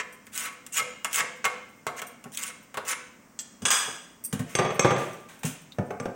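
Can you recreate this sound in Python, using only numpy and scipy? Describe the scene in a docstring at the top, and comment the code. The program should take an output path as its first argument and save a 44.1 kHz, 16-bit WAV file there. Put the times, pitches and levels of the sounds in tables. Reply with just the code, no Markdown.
"""Over a kitchen counter two steel trowels tap together and scrape each other clean: stick-slip friction hisses
and rings the thin blades. One is then put down and rattles to rest with a clank. Next, ceramic tiles scuff over
the dusty board; twice one clacks on another, falls flat and rocks. Last, a tile is tapped into place.
Throughout, bangles jingle faintly on the wrist, and once a tile clinks lightly; the tiled alcove and the bare,
quiet room reflect each contact."""
import sys
import numpy as np
from scipy import signal
from scipy.fft import rfft, irfft, next_fast_len
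from scipy.io import wavfile
from scipy.ndimage import uniform_filter1d, map_coordinates

SR = 44100
rng = np.random.default_rng(int(sys.argv[2]) if len(sys.argv) > 2 else 0)


def unload_wav(signal):
    """Save mono or channel-first audio to the path in sys.argv[1] as 16-bit WAV at rate SR, clipped to [-1, 1]."""
    wavfile.write(
        sys.argv[1],
        SR,
        np.round(np.clip(np.atleast_2d(signal).T, -1, 1) * 32767).astype(np.int16),
    )


N = 271215

# broad spectra of the sources and the room's tail: frequency_hz, relative_level_db
AIR_SPECTRUM = [(15, -59), (25, -20), (137, -7), (242, 2), (326, -9), (641, -11.5), (796, -16), (1040, -12),
                (1480, -16), (2110, -17.5), (3920, -33), (5570, -23), (8360, -23.5), (12200, -40.5),
                (16000, -23)]
ROOM_SPECTRUM = [(100, -7), (500, 2.5), (1500, 1), (4000, -3.5), (8000, -7.5), (15000, 3.5)]
CLINK_SPECTRUM = [(300, -44), (1500, -24.5), (3000, -21.5), (4000, -25), (8000, -12), (11000, -52)]
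THUD_SPECTRUM = [(25, -18), (50, -24.5), (85, -11), (115, -1.5), (170, 0.5), (260, -3), (330, -19),
                 (700, -23.5), (3000, -90)]
WOOD_SPECTRUM = [(60, -49), (200, -12), (310, -4), (390, 2), (500, 3), (620, 0), (800, -3.5), (1400, -9.5),
                 (2400, -16.5), (4000, -38.5), (9000, -44), (16000, -71)]
TILE_SPECTRUM = [(150, -26), (800, -7), (1800, -5.5), (3500, -9.5), (5000, -22.5), (8500, -21),
                 (11000, -55), (16000, -36)]
PLATE_SPECTRUM = [(100, -26), (400, -19.5), (1000, -7.5), (3000, -8), (4200, -30), (5500, -11.5),
                  (6500, -4.5), (8500, -8), (10000, -34.5), (16000, -42)]
GRIT_SPECTRUM = [(300, -47), (1200, -23), (2800, -0.5), (4400, -13.5), (6500, -0.5), (8600, 0), (10500, -8),
                 (13000, -15), (15500, -5)]
FLEX_SPECTRUM = [(50, -28), (150, -1.5), (300, -10), (420, 0.5), (700, 0.5), (1500, -5), (2500, -14.5),
                 (4000, -17), (8000, -36), (16000, -60)]
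BLADE_SPECTRUM = [(100, -33.5), (300, -18.5), (520, -23.5), (800, -15), (1200, -7.5), (2300, -3.5),
                  (3200, -12), (4200, -18), (8000, -14), (16000, -84)]
# normal modes of the struck bodies: frequency_hz, bandwidth_hz, relative_level_db
CLINK_MODES = [(3290, 26, -16), (4800, 16, -5), (5770, 39, 3.5), (6300, 42, -1), (7670, 37, 2),
               (8100, 40, -9.5), (8635, 26, -18)]
JINGLE_MODES = [(8530, 110, 2), (8850, 200, -3.5), (10530, 230, -10), (12300, 120, -6), (14500, 160, -1),
                (14600, 220, -7.5)]
HOLLOW_MODES = [(480, 31, 4.5), (720, 53, 0.87)]
TILE_MODES = [(1186, 9.1, 17), (2140, 79, 2), (2510, 150, 0), (3338, 9.6, 5), (4710, 27, -1), (5600, 61, 2),
              (6280, 55, 10), (7670, 13, 6.5), (8670, 50, 2)]
PLATE_MODES = [(1070, 27, -4), (1244, 93, -0.5), (1380, 30, -1), (1590, 35, 2.5), (1668, 35, 2),
               (2200, 110, -12), (2880, 50, -0.5), (3365, 122, 4), (4965, 110, 0), (6010, 97, 0),
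               (6560, 140, -3), (7000, 200, -15), (8000, 54, 4.5), (8232, 29, 5), (8370, 39, 5.5),
               (8950, 32, 6.5)]
EDGE_MODES = [(10600, 50, -3), (11060, 140, 4), (12900, 46, -13), (13800, 60, -10), (14500, 110, 1),
              (15600, 98, 1)]
FLICK_MODES = [(163, 20, 6.8), (503.3, 7, 24), (1120, 16, 6), (2175, 20, 14)]
FLEX_MODES = [(591, 41, -1), (835, 31, -3), (1100, 41, 8), (1330, 85, 0.5), (1470, 71, 3.5)]
BLADE_MODES = [(498.3, 7.5, 3.5), (693, 6.7, -2.5), (1019, 6.8, 4), (1124, 10, 3.5), (1307, 24, 1.5),
               (1500, 42, 1.5), (1563, 21, 0.5), (1680, 30, -0.5), (1810, 19, -0.5), (2060, 45, -2),
               (2130, 26, 8), (2410, 60, -9), (2720, 21, -16), (3220, 54, -9)]
# reverberation time of the room: frequency_hz, t60_s
ROOM_DECAY = [(100, 0.68), (400, 0.6471), (1100, 0.53), (2800, 0.67), (7000, 0.6), (15000, 0.01)]
# the arm moves: start_s, end_s
ARM_MOVES = [(0, 2.9), (4.3, 7)]
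# light clinks and bangle jingles: start_s, clink_db, jingle_db; a tile clinks once at 3.39 s, elsewhere the
# clink is faint
CLINKS_AND_JINGLES = [(.125, -60, -53), (2.068, -55, -46.5), (3.39, -32, -49), (4.239, -54, -37),
                      (4.248, -47, -32.5), (4.744, -71, -50), (5.13, -56, -56), (5.391, -65, -57)]
# things are set on the board: start_s, thud_db, knock_db
KNOCKS = [(2.255, -45, -46.5), (3.62, -38, -45.5), (3.66, -48, -38.5), (3.876, -51, -40.5),
          (4.329, -27.5, -39), (4.395, -29, -41), (5.442, -28, -42)]
# things slide over the board: start_s, t60_s, hiss_db, rasp_db
SCUFFS = [(4.327, 0.084, -31.5, -38), (4.393, 0.1, -39.5, -44.5), (4.98, 0.64, -37.5, -36.5),
          (5.287, 0.46, -47, -45), (5.433, 0.091, -36.5, -35.5), (5.451, .26, -27.5, -41)]
# a tile is tapped into place: start_s, thud_db, knock_db, ring_db
TILE_TAPS = [(5.785, -21, -26, -49), (5.906, -51, -29, -52), (6.0, -30.5, -32.5, -38),
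             (6.056, -31.5, -27.5, -46)]
# a tile strikes another and falls flat: start_s, clack_db, fall_s, landing_db
CLATTERS = [(4.552, -22.5, .036, -18), (4.794, -18, .052, -14.5)]
# the trowel lands: start_s, t60_s, plate_db, edge_db
CLANKS = [(3.62, .1, -41.5, -57), (3.653, .08, -18, -56), (3.682, 0.054, -25, -53),
          (3.705, 0.045, -19.5, -33), (3.712, .53, -14, -31)]
# an edge sticks and squeaks: start_s, pitch_hz, level_db
SQUEAKS = [(2.374, 3300, -36.5), (5.721, 3770, -46)]
# the edge catches on a coarse grain: start_s, level_db
CATCHES = [(0.377, -29), (1.13, -30.5), (1.144, -31), (1.159, -24.5), (2.373, -30), (2.436, -31)]
# blade slides along blade: start_s, length_s, hiss_db, tip_ring_db, swell_db
STROKES = [(.32, .17, -37.5, -37.5, 8), (.722, .083, -27, -22, 30.5), (1.11, .099, -29.5, -22, 20),
           (1.962, 0.039, -37, -37, 2), (2.319, .04, -36.5, -62, 2), (2.356, 0.15, -39.5, -44.5, -1),
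           (2.85, 0.086, -32.5, -27.5, 13), (4.465, 0.1, -47.5, -50, 1)]
# the blades meet: start_s, ring_db, tick_db, flex_db; the first row, at 0 s, is the blade already ringing as
# the scene opens
BLADE_TAPS = [(0, -28, -52, -40.5), (.268, -49.5, -50, -63), (0.665, -51.5, -40.5, -68),
              (1.046, -27.5, -28.5, -37), (1.443, -23.5, -50, -47), (1.452, -22.5, -28.5, -28),
              (1.867, -32.5, -37, -27), (2.018, -36.5, -37.5, -37.5), (2.241, -63, -46.5, -50),
              (2.743, -41.5, -46, -40), (2.772, -41, -39, -28.5)]


def amp(db):
    """Amplitude ratio of a level in decibels."""
    return 10 ** (np.asarray(db) / 20)


def unit_rms(x):
    """Normalisation to a mean square of 1."""
    return x / np.sqrt(np.mean(x ** 2) + 1e-20)


def curve_at(points, hz):
    """Interpolation on a logarithmic frequency axis."""
    knots_hz, values = np.transpose(points)
    return np.interp(np.log(hz + 1), np.log(knots_hz + 1), values)


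def wobble(knots_per_s):
    """Random modulation: straight lines between Gaussian values."""
    knots = rng.standard_normal(int(N * knots_per_s / SR) + 4)
    return map_coordinates(knots, [np.arange(N) * knots_per_s / SR], order=1)


def scattered(start, end, per_s):
    """Stratified sampling: one random moment in each equal slot of time."""
    count = max(1, round((end - start) * per_s))
    return start + (end - start) * (np.arange(count) + rng.random(count)) / count


def body(spectrum=None, modes=(), size=16384):
    """Modal superposition: resonances over a broad spectrum, as a unit-energy impulse response."""
    hz = np.fft.rfftfreq(size, 1 / SR)
    power = amp(curve_at(spectrum, hz)) ** 2 if spectrum else 0
    for centre, width, db in modes:
        damping = (hz * width) ** 2
        power = power + amp(db) ** 2 * damping / ((centre ** 2 - hz ** 2) ** 2 + damping)
    # folding the cepstrum gives a causal, minimum-phase response
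    cepstrum = irfft(np.log(power + 1e-10) / 2)
    cepstrum[1:size // 2] *= 2
    cepstrum[size // 2 + 1:] = 0
    response = irfft(np.exp(rfft(cepstrum)))
    return response / np.linalg.norm(response)


def through(x, response):
    """Linear filtering by convolution, cut to the scene's length."""
    return signal.fftconvolve(x, response)[:N]


def impacts(times, levels_db, t60_s, response):
    """Impact excitation: decaying chatter drives a body; a level is its energy spread over 10 ms."""
    out, t = np.zeros(N + 2 * SR), np.arange(SR // 2) / SR
    for start, db, t60 in np.broadcast(times, levels_db, t60_s):
        chatter = rng.standard_normal(len(t)) * amp(-60 * t / t60)
        hit = signal.fftconvolve(chatter, response)
        hit *= np.sqrt(SR / 100) / np.linalg.norm(hit)
        out[round(abs(start) * SR):][:len(hit)] += amp(db) * hit
    return out[:N]


def air(level_db=-55):
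    """Ambient noise: the faint, stationary rush of the room."""
    return amp(level_db) * unit_rms(through(rng.standard_normal(N), body(AIR_SPECTRUM)))


def in_room(x, alcove_db, room_db, alcove_t60=0.067, build_s=0.0049):
    """Reverberation: direct sound, early reflections under the cabinets, then a diffuse tail."""
    hz, t, noise = signal.stft(rng.standard_normal(SR), SR, nperseg=256)
    t60 = curve_at(ROOM_DECAY, hz)[:, None]
    decay = amp(-60 * t / t60) * np.sqrt(np.log(1e6) / (t60 * SR))
    colour = amp(curve_at(ROOM_SPECTRUM, hz))[:, None]
    tail = signal.istft(noise * decay * colour, SR, nperseg=256)[1]
    t = np.arange(len(tail)) / SR
    early = rng.standard_normal(len(t)) ** 3 * amp(-60 * t / alcove_t60) * (t > .002)
    early = amp(alcove_db) * early / np.linalg.norm(early)
    late = amp(room_db) * tail * (1 - np.exp(-t / build_s))
    return x + through(x, early + late)


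def clinks_and_bangles(clink_t60=.03, jingle_t60=0.063, stir_db=-63.5):
    """Free vibration of thin metal rings, which collide as the wrist turns and the arm moves; among them a tile
    clinks lightly once."""
    start, clink_db, jingle_db = np.transpose(CLINKS_AND_JINGLES)
    ring = body(modes=JINGLE_MODES)
    clinks = impacts(start, clink_db, clink_t60, body(CLINK_SPECTRUM, CLINK_MODES))
    jingles = impacts(start, jingle_db, jingle_t60, ring)
    stir_times = np.concatenate([scattered(*move, per_s=6) for move in ARM_MOVES])
    stirs = impacts(stir_times, rng.normal(stir_db, 2.3, len(stir_times)), jingle_t60, ring)
    return in_room(clinks + jingles + stirs, alcove_db=-1, room_db=0.5)


def counter(thud_t60=0.17, knock_t60=0.11):
    """Impact and sliding friction: the board thuds under the work, and its dust rasps."""
    start, thud_db, knock_db = np.transpose(KNOCKS)
    thuds = impacts(start, thud_db, thud_t60, body(THUD_SPECTRUM))
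    knocks = impacts(start, knock_db, knock_t60, body(WOOD_SPECTRUM))
    start, t60, hiss_db, rasp_db = np.transpose(SCUFFS)
    hiss = impacts(start, hiss_db, t60, body(GRIT_SPECTRUM))
    rasp = impacts(start, rasp_db, t60, body(TILE_SPECTRUM))
    board = in_room(thuds + knocks, alcove_db=2.5, room_db=-2.0)
    return board + in_room(hiss + rasp, alcove_db=-10, room_db=-1)


def tile_taps(thud_t60=0.12, knock_t60=0.074, ring_t60=0.017):
    """Damping: the hand mutes a tile as it is tapped into place at the foot of the wall."""
    start, thud_db, knock_db, ring_db = np.transpose(TILE_TAPS)
    thuds = impacts(start, thud_db, thud_t60, body(THUD_SPECTRUM))
    knocks = impacts(start, knock_db, knock_t60, body(WOOD_SPECTRUM, HOLLOW_MODES))
    ring = impacts(start, ring_db, ring_t60, body(TILE_SPECTRUM, TILE_MODES))
    return in_room(thuds + knocks + ring, alcove_db=-13.5, room_db=-3.0)


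def tile_clatter(clack_t60=0.019, ring_t60=0.079, rock_t60=0.15, rock_s=.06, shrink=0.94, loss_db=6):
    """Inelastic collision: a tile clacks edge-on, falls flat, then rocks ever faster and weaker."""
    # a flat landing favours the low modes by 6 dB an octave
    softened = [(hz, width, db - 6 * np.log2(hz / 2000)) for hz, width, db in TILE_MODES]
    edge, flat = body(TILE_SPECTRUM, TILE_MODES), body(TILE_SPECTRUM, softened)
    wood, thud = body(WOOD_SPECTRUM), body(THUD_SPECTRUM)
    ring, board, rocks = np.zeros(N), np.zeros(N), np.arange(5)
    for start, clack_db, fall_s, landing_db in CLATTERS:
        gaps = rock_s * shrink ** rocks
        rock_times = start + fall_s + np.cumsum(gaps) - gaps
        rock_db = landing_db - loss_db * rocks
        ring += impacts(start, clack_db, clack_t60, edge)
        ring += impacts(rock_times, rock_db - 6, ring_t60, flat)
        # every contact also drives the board beneath
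        for times, db, t60 in [(start, clack_db - 4, clack_t60), (rock_times, rock_db, rock_t60)]:
            board += impacts(times, db, t60, wood) + impacts(times, db - 4.5, t60, thud)
    return in_room(ring, alcove_db=-8.5, room_db=1.5) + in_room(board, alcove_db=-11.5, room_db=-2.5)


def trowel_clank():
    """Plate vibration: the trowel lands on its handle, falls on its plate and buzzes to rest."""
    start, t60, plate_db, edge_db = np.transpose(CLANKS)
    plate = impacts(start, plate_db, t60, body(PLATE_SPECTRUM, PLATE_MODES))
    edge = impacts(start, edge_db, t60, body(modes=EDGE_MODES))
    return in_room(plate + edge, alcove_db=-11.5, room_db=-1.0)


def squeaks(width_hz=300, t60=0.036):
    """Friction-excited resonance: a sticking edge chirps in one narrow band."""
    chirps = sum(impacts(start, db, t60, body(modes=[(hz, width_hz, 0)])) for start, hz, db in SQUEAKS)
    return in_room(chirps, alcove_db=-9, room_db=-15)


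def stick_slip(rough_db, catch_db):
    """Stick-slip force: tiny slips on sand grains, bunched into longer catches."""
    return unit_rms(rng.standard_normal(N) * amp(rough_db * wobble(1100) + catch_db * wobble(120)))


def wandering_contact(force, depth_db=4.0):
    """Spectral modulation: as the contact point wanders, brief resonances come and go."""
    spectra = signal.stft(force, nperseg=256)[2]
    field = uniform_filter1d(rng.standard_normal(spectra.shape), size=3, axis=0)  # across frequency
    field = uniform_filter1d(field, size=7, axis=1)  # across time
    return unit_rms(signal.istft(spectra * amp(depth_db * unit_rms(field)), nperseg=256)[1][:N])


def strokes(blade, grit, press_s=0.032, lift_share=0.17, light_db=-15.5, flick_t60=0.25, catch_t60=0.015):
    """Forced vibration: hiss follows pressure, and the ring swells as the edge nears the free tip."""
    t = np.arange(N) / SR
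    hiss_gain, ring_gain = np.zeros(N), np.zeros(N)
    for start, length, hiss_db, ring_db, swell_db in STROKES:
        remaining = np.clip(1 - (t - start) / length, 0, 1)
        touching = (remaining > 0) & (remaining < 1)
        press = np.clip((t - start) / press_s, 0, 1)
        lift = np.minimum(1, remaining / lift_share)
        hiss_gain += touching * amp(hiss_db + light_db * (1 - np.minimum(press, lift)))
        ring_gain += touching * amp(ring_db + light_db * (1 - press) - swell_db * remaining)
    hiss = through(hiss_gain * wandering_contact(stick_slip(rough_db=3.5, catch_db=3.0)), grit)
    ring = through(ring_gain * stick_slip(rough_db=1.0, catch_db=2.0), blade)
    # the blade springs free at the tip, far louder after the hardest strokes
    start, length, _, ring_db, _ = np.transpose(STROKES)
    flick_db = -33.5 + 5.8 * (ring_db - ring_db.max())
    flicks = impacts(start + length, flick_db, flick_t60, body(FLEX_SPECTRUM, FLICK_MODES))
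    catches = impacts(*np.transpose(CATCHES), catch_t60, grit)
    return hiss + ring + flicks + catches


def trowels(ring_t60=0.073, tick_t60=0.019, flex_t60=0.1):
    """Bending modes of thin steel, excited as the blades tap and drag over each other."""
    blade, grit = body(BLADE_SPECTRUM, BLADE_MODES), body(GRIT_SPECTRUM)
    flex = body(FLEX_SPECTRUM, FLEX_MODES)
    start, ring_db, tick_db, flex_db = np.transpose(BLADE_TAPS)
    ring = impacts(start, ring_db, ring_t60, blade)
    ticks = impacts(start, tick_db, tick_t60, grit)
    hollow_clacks = impacts(start, flex_db, flex_t60, flex)
    return in_room(ring + ticks + hollow_clacks + strokes(blade, grit), alcove_db=-6.5, room_db=-3.0)


def scene():
    """Superposition: the pressures of all sources add in one channel."""
    work = trowels() + squeaks() + trowel_clank() + tile_clatter() + tile_taps()
    return (work + counter() + clinks_and_bangles() + air())[None]


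def record(dry, top_hz=16000):
    """Band limiting: an ideal low-pass filter keeps only what lies below top_hz."""
    size = next_fast_len(N + SR // 2)
    passband = np.fft.rfftfreq(size, 1 / SR) < top_hz
    return irfft(rfft(dry, size) * passband, size)[:, :N]


dry = scene()
out = record(dry)
unload_wav(out)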